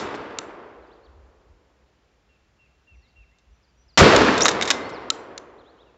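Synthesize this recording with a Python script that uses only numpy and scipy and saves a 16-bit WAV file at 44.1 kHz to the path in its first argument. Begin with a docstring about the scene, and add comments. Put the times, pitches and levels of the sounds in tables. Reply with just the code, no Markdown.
"""Pump-action shotgun in a gravel yard between wooded hills. An earlier shot rolls away and its empty
hull lands. A light breeze rumbles on the microphone; three birds join in. The steel action clicks, and
at 4 s the gun fires: the blast overloads the microphone, slaps back from sheds and house, then dies in
the woods. The slide is racked with clacks and a squeal, the bolt slams shut and the barrel rings.
The ejected hull bounces on the stones while a bird warbles on."""
import sys
import numpy as np
from scipy import signal
from scipy.fft import rfft, irfft, next_fast_len
from scipy.io import wavfile
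from scipy.ndimage import uniform_filter1d, minimum_filter1d

SR = 44100
rng = np.random.default_rng(int(sys.argv[2]) if len(sys.argv) > 2 else 0)


def dump(signal):
    """Clip the signal to [-1, 1] and save it as 16-bit WAV at the path in sys.argv[1]."""
    limited = np.clip(np.atleast_2d(signal).T, -1, 1)
    pcm = np.round(limited * 32767).astype(np.int16)
    wavfile.write(sys.argv[1], SR, pcm)


N = 263277
T = np.arange(N) / SR
EARLIER_SHOT_S, SHOT_S, LOCK_S = -0.73, 3.9745, 4.704

# hill echo spectrum, ROLL_AGE_S after a shot: f/Hz, relative density/dB
ROLL_SPECTRUM = [(25, -36.5), (50, -18.5), (90, -13), (155, -9), (215, -6.5), (320, -3), (450, -3),
                 (750, -8.5), (1100, -7.5), (2000, -13), (3300, -18), (5000, -23.5), (7000, -33),
                 (15000, -36.5)]
ROLL_AGE_S = 0.26
# hill echo early decay: f/Hz, t60/s
ROLL_DECAY = [(60, 2.3), (180, 1.95), (420, 2.56), (1000, 2.366), (2200, 1.95), (4000, 1.57), (7000, 1.43)]
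# wooded slopes that swell the roll: delay/s, half width/s, boost/dB
SLOPE_SWELLS = [(.25, 0.23, 1.2), (1.379, 0.21, 2.5)]
# far rustle: f/Hz, relative density/dB
RUSTLE_SPECTRUM = [(59, -32.5), (100, -2.5), (287, -10), (319, -10), (712, -13.5), (861, -15), (2630, -19),
                   (3850, -24), (4860, -25), (7410, -29.5), (8410, -57), (15500, -47)]
# breeze on the microphone: f/Hz, relative density/dB
BREEZE_SPECTRUM = [(15, -41.5), (25, -16.5), (43, 3.5), (65, 8.5), (83, -1.5), (167, -30), (200, -14),
                   (260, -57.5), (440, -120)]
# gusts: t/s, half width/s, level/dB
BREEZE_GUSTS = [(0.848, .07, -60), (1.093, .03, -57), (1.24, 0.13, -53), (1.507, .035, -50.5),
                (1.83, .03, -69), (2.46, .04, -63), (2.951, 0.051, -52), (3.204, 0.03, -52),
                (3.518, 0.037, -54.5), (3.85, .06, -59)]
# close yard echo: f/Hz, relative density/dB
YARD_SPECTRUM = [(300, -15), (1200, -3), (3500, 1.5), (7000, 0.5)]
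# hull landings: t/s, level/dB, low cut/Hz, spot ring/Hz, ring gain/dB, second touch delay/s, its gain/dB
HULL_LANDINGS = [(0.3869, 2, 1690, 4560, -3, .0012, -4.5), (5.1022, 8.5, 1250, 3880, 7, 0.0023, -5.5),
                 (5.3777, -3.5, 1960, 3970, 5.5, 0.0029, -9.5)]
# hull resonances: f/Hz, width/Hz, gain/dB
HULL_MODES = [(1320, 45, 13.5), (2520, 280, -16), (3720, 40, -5.5), (5450, 260, -5), (7020, 190, 1)]
# bird slurs: the first bird's notes, plus the third bird's first phrase near 2.94-3.09 s and two low answering
# calls near 2 kHz: t of top/s, rise/s, fall/s, top f/Hz, low f/Hz, level/dB
WARBLE_NOTES = [(.818, 0, 0.043, 4400, 3530, -74), (.878, .01, .01, 5100, 4200, -71),
                (.94, 0.043, 0.0096, 4900, 2350, -66.5), (.955, 0, 0.024, 4600, 2880, -71),
                (1.055, .024, 0.0057, 4600, 4150, -69), (1.052, 0, 0.025, 4800, 2600, -65),
                (2.935, 0, .1, 6050, 5450, -79), (3.02, 0, 0.054, 4600, 3500, -70),
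                (3.089, .022, 0.028, 4900, 3650, -72), (3.09, .07, 0, 2250, 1930, -72),
                (3.365, .06, 0, 2220, 1930, -72.5), (4.884, .06, 0, 4580, 4130, -50),
                (4.926, 0, .062, 5900, 3430, -52), (5.593, .018, 0.034, 4350, 2950, -64.5),
                (5.712, .07, 0.0026, 4550, 2900, -64), (5.82, .04, 0.019, 3950, 2850, -63),
                (5.86, 0.0032, .045, 2950, 2530, -69)]
# second bird's whistles: t/s, level/dB
WHISTLE_NOTES = [(2.285, -67.5), (2.586, -61.5), (2.867, -57.5), (3.155, -57)]
# steel contacts in the action: t/s, level/dB, knock f/Hz, knock gain/dB, rattle decay/s, rebound/dB
ACTION_CLACKS = [(3.385, -36, 4000, -6, .006, -14), (4.1628, 11, 4320, 10.5, .0022, -26),
                 (4.2185, -5.5, 2430, -8, .0022, -19.5), (4.3793, 4.5, 1000, -4, .0023, -10),
                 (4.4066, 9, 1445, -0.5, 0.011, -13.5), (4.4553, 14.5, 1242, 9, .004, -5.5),
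                 (4.4825, 14, 1500, 4, .0035, -4), (4.513, 1, 1500, -11, .0033, -15),
                 (4.6126, 2, 2030, 6, 0.0014, -12.5), (4.6237, 7.5, 1753, 7, 0.005, -11.5),
                 (4.653, -0.5, 1856, -11, 0.0078, -14), (4.6756, 5, 1930, 1, 0.015, -15),
                 (4.7037, 16, 1740, 2.5, 0.0036, -3)]
# gun resonances: f/Hz, width/Hz, gain/dB
ACTION_MODES = [(3720, 200, 6), (5160, 500, -11.5), (6750, 240, -23)]
# third bird's phrase: delay/s, length/s, first f/Hz, last f/Hz, gain/dB
PHRASE_NOTES = [(0, .08, 5780, 5900, -7.5), (.109, .04, 5480, 3980, 0), (.157, .043, 4900, 4480, -1.5)]
# its entries: t/s, pitch factor, level/dB
PHRASE_ENTRIES = [(3.514, 1.01, -71.5), (3.77, 1.0, -63)]
# muzzle blast: f/Hz, relative density/dB
BLAST_SPECTRUM = [(30, -21.5), (60, 8), (150, -0.5), (500, -2.5), (2000, -1), (3500, -5.5), (7000, -11),
                  (15000, -9)]
# returns from buildings and tree lines: delay/s, level/dB, centre f/Hz, swell/s
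SLAP_ECHOES = [(.021, -9.5, 1350, 0.0064), (.033, -7.5, 477, .006), (.033, -9, 73.3, 0.0081),
               (.042, -9.5, 215, .012), (.08, -6.5, 437, 0.0082), (.155, -9, 490, .009),
               (.162, -24.5, 85, .02), (.228, -16.5, 460, .0075), (.238, -17, 210, 0.013),
               (.29, -17.5, 295, .018), (.307, -15.5, 1670, 0.004)]
# slide squeal pitch: t/s, f/Hz
SQUEAL_GLIDE = [(4.410, 4500), (4.428, 6230), (4.443, 7350), (4.455, 5684)]
# slide slips: t/s, half width/s, level/dB
SLIDE_SLIPS = [(4.422, .0035, -12), (4.4278, .001, -17), (4.434, .001, -12), (4.442, .0015, -23.5),
               (4.4505, .0012, -11.5)]
# barrel tones: f/Hz, level/dB, t60/s
BARREL_MODES = [(1093, -40, 1.0), (2066, -35, 1.0), (3569, -45, .3), (4366, -45, .25), (6638, -45, .2)]


def from_db(db):
    """Decibels to gain."""
    return 10 ** (np.asarray(db) / 20)


def unit_rms(x):
    """Scale to unit power."""
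    return x / np.sqrt(np.mean(x ** 2) + 1e-20)


def at_hz(points, hz):
    """Read a table on a log-frequency axis."""
    points = np.array(points)
    return np.interp(np.log(hz), np.log(points[:, 0]), points[:, 1])


def butter(x, hz, kind, order=2):
    """Causal Butterworth filter."""
    return signal.sosfilt(signal.butter(order, hz, kind, fs=SR, output="sos"), x)


def add(out, at_s, sound):
    """Mix a sound in at at_s."""
    start = max(round(at_s * SR), 0)
    out[start:start + len(sound)] += sound[:N - start]


def bump(t, centre_s, half_s):
    """Gaussian of height 1."""
    return np.exp(-((t - centre_s) / half_s) ** 2)


def surge(t, swell_s):
    """Quick swell to 1, slower decay."""
    return t / swell_s * np.exp(1 - t / swell_s)


def coloured(spectrum, size=N, grain_db=0):
    """Unit-power noise of a given spectrum; grain makes it crackle."""
    padded = next_fast_len(size, True)
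    white = rng.standard_normal(padded) * from_db(grain_db * rng.standard_normal(padded))
    hz = np.maximum(np.fft.rfftfreq(padded, 1 / SR), 1)
    return unit_rms(irfft(rfft(white) * from_db(at_hz(spectrum, hz)), padded)[:size])


def contact(rattle_s, tick=2.6):
    """Hard tick plus dying micro-rattle; unit energy."""
    t = T[:SR // 10]
    push = rng.standard_normal(len(t)) * np.exp(-t / rattle_s)
    push[0] += tick
    return push / np.linalg.norm(push)


def resonate(x, modes):
    """Input plus the resonances it excites."""
    out = x
    for hz, width_hz, db in modes:
        radius = np.exp(-np.pi * width_hz / SR)
        gain = from_db(db) * (1 - radius ** 2) / 2
        feedback = [1, -2 * radius * np.cos(2 * np.pi * hz / SR), radius ** 2]
        out = out + signal.lfilter([gain, 0, -gain], feedback, x + 1e-18)
    return out


def roll(shot_s, level_db=-16.5, attack_s=0.03, linger_after_s=1.84, linger_db_per_s=7.5):
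    """Countless echoes from trunks and slopes; air takes more treble from longer paths."""
    age_s = np.maximum(T - shot_s, 0)
    padded = next_fast_len(N, True)
    spectrum = rfft(coloured(ROLL_SPECTRUM, size=padded, grain_db=5.0))
    hz = np.maximum(np.fft.rfftfreq(padded, 1 / SR), 1)
    echoes = np.zeros(N)
    for centre_hz, t60_s in ROLL_DECAY:
        share = at_hz([(f, f == centre_hz) for f, _ in ROLL_DECAY], hz)   # bands sum to one
        band = irfft(spectrum * share, padded)[:N]
        echoes += band * from_db(-60 * (age_s - ROLL_AGE_S) / t60_s)
    slopes_db = sum(db * bump(age_s, delay_s, half_s) for delay_s, half_s, db in SLOPE_SWELLS)
    linger_db = linger_db_per_s * np.maximum(age_s - linger_after_s, 0)   # far valley dies more slowly
    attack = np.minimum(age_s / attack_s, 1) ** 2
    return attack * from_db(level_db + slopes_db + linger_db) * echoes


def breeze(rustle_db=-66.5, calm_db=-66.5):
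    """Woods rustle far off; a draught and gusts rumble on the microphone."""
    gusts = sum(from_db(db) * bump(T, at_s, half_s) for at_s, half_s, db in BREEZE_GUSTS)
    rustle = from_db(rustle_db) * coloured(RUSTLE_SPECTRUM)
    return rustle + (from_db(calm_db) + gusts) * coloured(BREEZE_SPECTRUM)


def yard(x, wet_db, t60_s, build_s):
    """Input plus scattered echoes from gravel, walls and trees."""
    t = T[:SR]
    tail = coloured(YARD_SPECTRUM, size=SR) * np.minimum(t / build_s, 1) ** 2 * from_db(-60 * t / t60_s)
    return x + from_db(wet_db) * signal.fftconvolve(x, tail / np.linalg.norm(tail))[:N]


def racking(wall_s=.187, wall_db=-33, scatter_s=.007, interval_s=4.745):
    """Action and slide, echoed by the yard and a far wall."""
    direct = action() + squeal()
    out = yard(direct, wet_db=-15.5, t60_s=0.28, build_s=0.0037)
    add(out, wall_s, from_db(wall_db) * signal.fftconvolve(direct, contact(scatter_s)))
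    add(out, 0, out[round(interval_s * SR):].copy())   # last echoes of the earlier shot's racking
    return out


def hull(spot_width_hz=450, rattle_s=0.0017):
    """A brass-headed plastic tube hits stones, one end after the other; it rings, the snap echoes."""
    snaps, rings = np.zeros(N), np.zeros(N)
    for at_s, db, low_hz, spot_hz, spot_db, again_s, again_db in HULL_LANDINGS:
        modes = HULL_MODES + [(spot_hz, spot_width_hz, spot_db)]
        for delay_s, touch_db in (0, 0), (again_s, again_db):
            push = butter(contact(rattle_s, tick=2.9), low_hz, "high") * from_db(db + touch_db)
            add(snaps, at_s + delay_s, push)
            add(rings, at_s + delay_s, resonate(push, modes) - push)
    return rings + yard(snaps, wet_db=-21, t60_s=0.37, build_s=0.0195)


def tone(hz, db, waver=.009, waver_hz=250):
    """Sine with a random pitch waver."""
    wobble = unit_rms(butter(rng.standard_normal(len(hz)), waver_hz, "low"))
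    phase = 2 * np.pi * np.cumsum(hz * (1 + waver * wobble)) / SR
    return from_db(db) * np.sqrt(2) * np.sin(phase)


def chirp(hz, db):
    """Bird note that swells and fades evenly."""
    progress = np.linspace(0, 1, len(hz))
    return tone(hz, db) * np.sqrt(4 * progress * (1 - progress))


def warbler(bend=.95):
    """Arched slurs, some only rising or falling: the first bird's notes, the third bird's first phrase and two
    low answering calls."""
    out = np.zeros(N)
    for top_s, rise_s, fall_s, top_hz, low_hz, db in WARBLE_NOTES:
        from_top = np.r_[np.linspace(1, 0, round(rise_s * SR)), np.linspace(0, 1, round(fall_s * SR))]
        add(out, top_s - rise_s, chirp(top_hz - (top_hz - low_hz) * from_top ** bend, db))
    return out


def whistler(length_s=.093, start_hz=2755, sag_hz=70, drop_hz=620, attack_s=.014, fade_db=13.5):
    """Second bird: a repeated whistle that sags, then drops in pitch and level."""
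    out, t = np.zeros(N), T[T < length_s]
    progress = t / length_s
    hz = start_hz - sag_hz * progress - drop_hz * progress ** 6.5
    attack = np.minimum(t / attack_s, 1)
    for at_s, db in WHISTLE_NOTES:
        add(out, at_s, attack * tone(hz, db - fade_db * progress ** 2.9))
    return out


def action(knock_width_hz=550, low_hz=600, rebound_s=.007):
    """Steel parts meet and rebound once; the gun rings and the struck part adds its own knock."""
    out = np.zeros(N)
    for at_s, db, knock_hz, knock_db, rattle_s, rebound_db in ACTION_CLACKS:
        modes = ACTION_MODES + [(knock_hz, knock_width_hz, knock_db)]
        for delay_s, touch_db in (0, 0), (rebound_s, rebound_db):
            push = butter(contact(rattle_s), low_hz, "high") * from_db(db + touch_db)
            add(out, at_s + delay_s, resonate(push, modes))
    return out


def phrase_singer():
    """Third bird: thin high note, downslur, short closing note."""
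    out = np.zeros(N)
    for at_s, pitch, db in PHRASE_ENTRIES:
        for delay_s, length_s, first_hz, last_hz, note_db in PHRASE_NOTES:
            hz = pitch * np.linspace(first_hz, last_hz, round(length_s * SR))
            add(out, at_s + delay_s, chirp(hz, db + note_db))
    return out


def blast(crack_db=-2.5, crack_s=0.0045, gravel_db=-7, gravel_s=0.012, glow_db=-24, glow_s=.05):
    """Muzzle crack, scatter from the gravel and the yard's short afterglow, summed in power."""
    age_s = np.maximum(T - SHOT_S, 0)
    crack = from_db(crack_db) * np.exp(-age_s / crack_s)
    gravel = from_db(gravel_db) * surge(age_s, gravel_s)
    afterglow = from_db(glow_db) * np.exp(-age_s / glow_s)
    return (T >= SHOT_S) * np.sqrt(crack ** 2 + gravel ** 2 + afterglow ** 2) * coloured(BLAST_SPECTRUM)


def slaps(edge_ratio=1.265):
    """Each large surface returns a short burst, coloured by its size."""
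    out, t = np.zeros(N), T[:SR // 4]
    for delay_s, db, hz, swell_s in SLAP_ECHOES:
        envelope = surge(t, swell_s)
        band = butter(rng.standard_normal(2 * len(t)), [hz / edge_ratio, hz * edge_ratio], "band")
        burst = unit_rms(envelope * band[len(t):]) * np.sqrt(np.mean(envelope ** 2))
        add(out, SHOT_S + delay_s, from_db(db) * burst)
    return out


def squeal():
    """The slide sticks and slips on steel, highest in pitch where it moves fastest."""
    hz = np.interp(T, *np.transpose(SQUEAL_GLIDE))
    slipping = sum(from_db(db) * bump(T, at_s, half_s) for at_s, half_s, db in SLIDE_SLIPS)
    return slipping * tone(hz, db=0, waver=0.037, waver_hz=1000)


def barrel():
    """The steel tube rings on after the bolt slams shut."""
    age_s = np.maximum(T - LOCK_S, 0)
    return sum(from_db(db - 60 * age_s / t60_s) * np.sin(2 * np.pi * hz * age_s)
               for hz, db, t60_s in BARREL_MODES)


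def scene():
    """Shots, gun handling, birds and breeze; mono."""
    shots = blast() + slaps() + roll(SHOT_S) + roll(EARLIER_SHOT_S)
    birds = yard(warbler() + phrase_singer() + whistler(), wet_db=-8.5, t60_s=1.1, build_s=.03)
    return (shots + racking() + barrel() + hull() + birds + breeze())[None]


def record(dry, bottom_hz=38, top_hz=7500, leak_db=-45, headroom_db=2.0, hiss_db=-93, stop_hz=17280):
    """Band-limited microphone: soft overload, fast peak limiter, hiss, steep final low-pass."""
    in_band = signal.sosfilt(signal.cheby1(10, .5, top_hz, fs=SR, output="sos"), dry)
    heard = in_band + from_db(leak_db) * dry
    headroom = from_db(headroom_db)
    saturated = butter(headroom * np.tanh(heard / headroom), bottom_hz, "high", order=4)
    gain = .95 / np.maximum(np.abs(saturated), .95)
    limited = saturated * uniform_filter1d(minimum_filter1d(gain, size=45), size=45)   # 1 ms windows
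    hiss = from_db(hiss_db) * rng.standard_normal(N)
    return signal.sosfilt(signal.cheby2(12, 70, stop_hz, fs=SR, output="sos"), limited + hiss)


dry = scene()
out = record(dry)
dump(out)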